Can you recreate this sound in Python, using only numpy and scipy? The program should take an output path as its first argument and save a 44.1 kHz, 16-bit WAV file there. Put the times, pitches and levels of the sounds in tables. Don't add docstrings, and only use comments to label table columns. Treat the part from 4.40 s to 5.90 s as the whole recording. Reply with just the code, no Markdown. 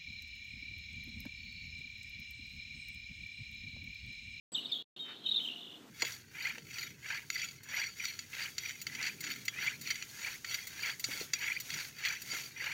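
import sys
import numpy as np
from scipy import signal
from scipy.fft import rfft, irfft
from scipy.io import wavfile
from scipy.ndimage import uniform_filter1d

SR = 44100
rng = np.random.default_rng(int(sys.argv[2]) if len(sys.argv) > 2 else 0)


def int16_out(signal):
    q = np.round(np.clip(np.atleast_2d(signal).T, -1, 1) * 32767)
    wavfile.write(sys.argv[1], SR, q.astype(np.int16))


N = 66150
T = np.arange(N) / SR
TOP_HZ = 15350

OVERTONES_DB = [-34.5, -61, -37.5]

RASP_HZ = 460
FLUTTER_FILTER = signal.butter(4, RASP_HZ, fs=SR, output="sos")
FLUTTER = np.sqrt(SR / 2 / RASP_HZ) * signal.sosfilt(FLUTTER_FILTER, rng.standard_normal(2 * N))


def undb(db):
    return 10 ** (np.asarray(db) / 20)


def level(x, db):
    return x * undb(db) / np.sqrt(np.mean(x ** 2))


def curve(table):
    s, value = np.array(table).T
    return np.interp(T, s, value)


def walk(rate):
    k = int(SR / rate)
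    steps = np.repeat(rng.standard_normal(N // k + 1), k)
    return 1.3 * uniform_filter1d(uniform_filter1d(steps, k), k)[:N]


def coloured(table):
    hz, db = np.array(table).T
    f = np.maximum(np.arange(N // 2 + 1) * SR / N, 1)
    colour = undb(np.interp(np.log(f), np.log(hz), db))
    return level(irfft(rfft(rng.standard_normal(N)) * colour, N), 0)


def voice(hz, gain, overtones_db):
    rasp = 0.14
    overtone_top_db = -42
    phase = 2 * np.pi * np.cumsum(hz) / SR
    overtones = 0
    for harmonic, db in enumerate(overtones_db, start=2):
        in_range = harmonic * hz < TOP_HZ
        overtones = overtones + undb(db) * np.sin(harmonic * phase) * in_range
    overtones = np.minimum(gain, undb(overtone_top_db)) * overtones
    start = rng.integers(N) if len(hz) < N else 0
    flutter = FLUTTER[start:start + len(hz)]
    main_tone = gain * np.sin(phase) * (1 + rasp * flutter)
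    return np.sqrt(2) * (main_tone + overtones * (1 + flutter))


def phrase_curves(rows):
    s, hz, db = np.array(rows).T
    fade_s = 0.00193
    edge = np.clip(np.minimum(T - s[0], s[-1] - T) / fade_s, 0, 1)
    pitch = uniform_filter1d(np.interp(T, s, hz), size=90)
    gain = edge * undb(uniform_filter1d(np.interp(T, s, db), size=90))
    return pitch, gain


def notes(rows):
    edge_share = .27
    out = np.zeros(N + SR)
    for s, length, start_hz, end_hz, db in rows:
        u = np.linspace(0, 1, int(length * SR))
        shape = np.sin(np.pi / 2 * np.clip(np.minimum(u, 1 - u) / edge_share, 0, 1))
        pitch = start_hz + (end_hz - start_hz) * u
        i = int(s * SR)
        out[i:i + len(u)] += voice(pitch, shape * undb(db), OVERTONES_DB)
    return out[:N]


def boards(x, wet_db=0):
    echo_t60_s, echo_base_db, echo_gap_s = 0.0896, -10.5, 0.0059
    tail_t60_s, tail_base_db = 0.57, -10.5
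    t = T[:SR]
    echo = rng.standard_normal(SR) * undb(-60 * t / echo_t60_s) * (t > echo_gap_s)
    tail = rng.standard_normal(SR) * undb(-60 * t / tail_t60_s) * (t > 2 * echo_gap_s)
    reflections = level(echo, echo_base_db + wet_db) + level(tail, tail_base_db + wet_db)
    return x + signal.fftconvolve(x, reflections / np.sqrt(SR))[:N]


def air():
    # pitch_hz, relative level_db (per Hz)
    air_colour = [(30, -30.5), (75, -19.5), (120, -7), (250, 0.5), (400, -5), (600, -11.5), (1100, -14),
                  (2200, -18.5), (4500, -22.5), (7000, -27), (10000, -33.5), (13500, -32.5)]
    # time_s, level_db
    air_level = [(.1, -57), (1.5, -60)]
    flicker_db = 1.77
    tone_hz, tone_mid_db = 699, -75
    tone = np.sqrt(2) * undb(tone_mid_db + 4.3 * walk(13.07)) * np.sin(2 * np.pi * tone_hz * T)
    return coloured(air_colour) * undb(curve(air_level) + flicker_db * walk(7.67)) + tone


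def rustle():
    # pitch_hz, relative level_db
    rustle_colour = [(4000, -8.5), (5800, 0), (8000, -2.5), (10500, -13.5), (14000, -4.5)]
    # time_s, level_db
    rustle_level = [(.84, -84), (.87, -65.5), (1.0, -69), (1.06, -59), (1.12, -70.5)]
    return coloured(rustle_colour) * undb(curve(rustle_level) + 1.5 * walk(90))


def whistles():
    # time_s, pitch_hz, level_db
    whistle_tables = [
        [(.592, 3830, -47), (.603, 3722, -41), (.672, 3715, -57), (.692, 3705, -48), (.703, 3690, -54),
         (.72, 3700, -51), (.765, 3660, -73)],
        [(.590, 3230, -51), (.62, 3172, -54.5), (.683, 3060, -52.5), (.75, 3023, -56.5), (.77, 3070, -71)],
        [(.118, 7940, -56), (.142, 7750, -48), (.155, 7780, -74), (.168, 7680, -61.5), (.25, 7800, -84)],
    ]
    out = np.zeros(N)
    for rows in whistle_tables:
        pitch, gain = phrase_curves(rows)
        out += voice(pitch, gain * undb(2.2 * walk(40)), OVERTONES_DB)
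    return out


def twitter():
    # time_s, level_db
    twitter_level = [(.12, -68), (.21, -49.5), (.31, -53.5), (.58, -51.5), (.63, -58), (.83, -53.5),
                     (.9, -44), (1.05, -50.5), (1.38, -66.5), (1.5, -94)]
    notes_per_s, note_s = 400, .01
    middle_hz, spread_hz = 3484, 391.4
    c = rng.standard_normal((int(notes_per_s * N / SR), 3))
    s = rng.random(len(c)) * N / SR
    start_hz = middle_hz + spread_hz * np.clip(c[:, 0], -1.8, 1.8)
    end_hz = start_hz + 250 * c[:, 1]
    x = notes(zip(s, np.full(len(c), note_s), start_hz, end_hz, 1.3 * c[:, 2]))
    return level(boards(x, wet_db=4.5), 0) * undb(curve(twitter_level))


def near_notes():
    # start_s, length_s, start_hz, end_hz, level_db
    near_note_rows = [(.122, 0.029, 4880, 4300, -58), (.172, 0.0092, 3810, 4000, -40.5),
                      (.247, 0.008, 3780, 3820, -43), (.256, 0.0066, 3400, 3910, -34.5),
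                      (.264, 0.012, 4700, 4010, -52), (.286, 0.036, 2590, 2190, -60.5),
                      (.289, 0.027, 5300, 4760, -61), (.316, 0.0088, 4220, 4440, -42),
                      (.376, 0.054, 3303, 3378, -47), (.838, 0.015, 3300, 3310, -50.5),
                      (.849, 0.035, 3185, 2950, -42), (.860, 0.016, 3822, 3593, -32.5),
                      (.888, 0.013, 3784, 3834, -31), (.913, 0.006, 3520, 3850, -28.5),
                      (.918, 0.011, 3948, 3675, -30), (.941, 0.013, 3696, 3560, -33),
                      (.959, 0.0075, 3513, 4040, -29), (.965, 0.01, 3918, 3576, -30.5),
                      (.977, 0.0053, 3570, 3580, -29.5), (.983, 0.011, 3633, 3460, -34.5),
                      (.990, 0.018, 3423, 3460, -44.5), (.999, .012, 2968, 3060, -39.5),
                      (1.012, 0.013, 3055, 3180, -41.5), (1.033, 0.012, 3270, 3120, -44),
                      (1.046, 0.014, 3156, 3058, -39), (1.056, 0.0086, 3000, 2890, -36),
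                      (1.074, 0.0063, 3040, 3260, -37), (1.086, 0.0057, 3170, 2650, -36.5),
                      (1.097, 0.012, 2880, 2760, -40), (1.114, 0.0174, 2940, 2744, -42),
                      (1.136, 0.0056, 3030, 2760, -48), (1.158, 0.011, 2820, 3020, -43.5),
                      (1.213, 0.0059, 3200, 3900, -47.5)]
    return notes(near_note_rows)


def chirps():
    # time_s, pitch_hz, level_db
    chirp_tables = [
        [(.144, 3000, -50), (.150, 3633, -31), (.1565, 3710, -30), (.160, 3270, -38.5), (.169, 3060, -35),
         (.175, 2710, -59), (.183, 2940, -37), (.197, 2946, -39.5), (.203, 3330, -64.5)],
        [(.312, 3000, -54.5), (.318, 3448, -47), (.323, 3772, -29.5), (.328, 3392, -36), (.333, 3726, -26.5),
         (.337, 3380, -45.5), (.341, 3464, -33), (.347, 2978, -45.5), (.352, 3850, -36.5), (.360, 3305, -42),
         (.370, 3367, -40.5), (.380, 3283, -46)],
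    ]
    chirp_overtones_db = [-30, -48, -30.5]
    wobble = 0.0094
    out = np.zeros(N)
    for rows in chirp_tables:
        pitch, gain = phrase_curves(rows)
        out += voice(pitch * (1 + wobble * walk(150)), gain, chirp_overtones_db)
    return out


def croak():
    # pitch_hz, level_db (before the swell)
    croak_pitch_and_level = (300, -53)
    # pitch_hz, width_hz, level_db
    throat = [(1364, 73, 0.5), (1800, 540, -4), (2360, 630, -7)]
    roughness = 0.12
    start_s, length_s = .63, .14
    hz, db = croak_pitch_and_level
    cycles = np.cumsum(hz * (1 + 0.019 * walk(80))) / SR
    pulses = np.diff(np.floor(cycles), prepend=0) + roughness * rng.standard_normal(N)
    x = np.zeros(N)
    for f, width, g in throat:
        b, a = signal.iirpeak(f, f / width, SR)
        x += undb(g) * signal.lfilter(b, a, pulses)
    x = signal.sosfilt(signal.butter(2, 3000, fs=SR, output="sos"), x)
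    swell = np.sin(np.pi * np.clip((T - start_s) / length_s, 0, 1)) ** 2
    return level(x, db) * swell


def trill():
    # time_s, level_db
    trill_level = [(1.18, -47.5), (1.35, -50.5), (1.39, -65)]
    # delay_s, length_s, start_hz, end_hz, relative level_db
    beat_notes = [(-.011, .012, 2760, 3103, -2), (0, 0.0043, 3410, 3640, 3), (.007, .010, 3650, 2950, -5)]
    first_s, beat_s, beats = 1.1815, .0245, 9
    c = rng.standard_normal((beats, len(beat_notes), 3))
    rows = []
    for i, t in enumerate(first_s + beat_s * np.arange(beats)):
        beat_db = np.interp(t, *np.array(trill_level).T)
        for k, (delay, length, start_hz, end_hz, db) in enumerate(beat_notes):
            s = t + delay + .001 * c[i, k, 0]
            shift_hz = 45 * c[i, k, 1]
            note_db = beat_db + db + 1.68 * c[i, k, 2]
            rows.append((s, length, start_hz + shift_hz, end_hz + shift_hz, note_db))
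    return notes(rows)


def scene():
    birds = boards(near_notes() + chirps() + croak() + trill())
    held = boards(whistles(), wet_db=-0.5)
    return (birds + held + twitter() + air() + rustle())[None]


def record(dry):
    # start_s, end_s
    sound_on = [(.1195, .4255), (.5635, 2)]
    tail_s, tail_db = .017, -22
    gate = np.zeros(N)
    for start, end in sound_on:
        tail = (T >= end) & (T < end + tail_s)
        gate += (T >= start) * ((T < end) + undb(tail_db) * tail)
    gate = uniform_filter1d(gate, size=40)
    return signal.sosfilt(signal.ellip(10, .2, 70, TOP_HZ, fs=SR, output="sos"), dry * gate)


dry = scene()
out = record(dry)
int16_out(out)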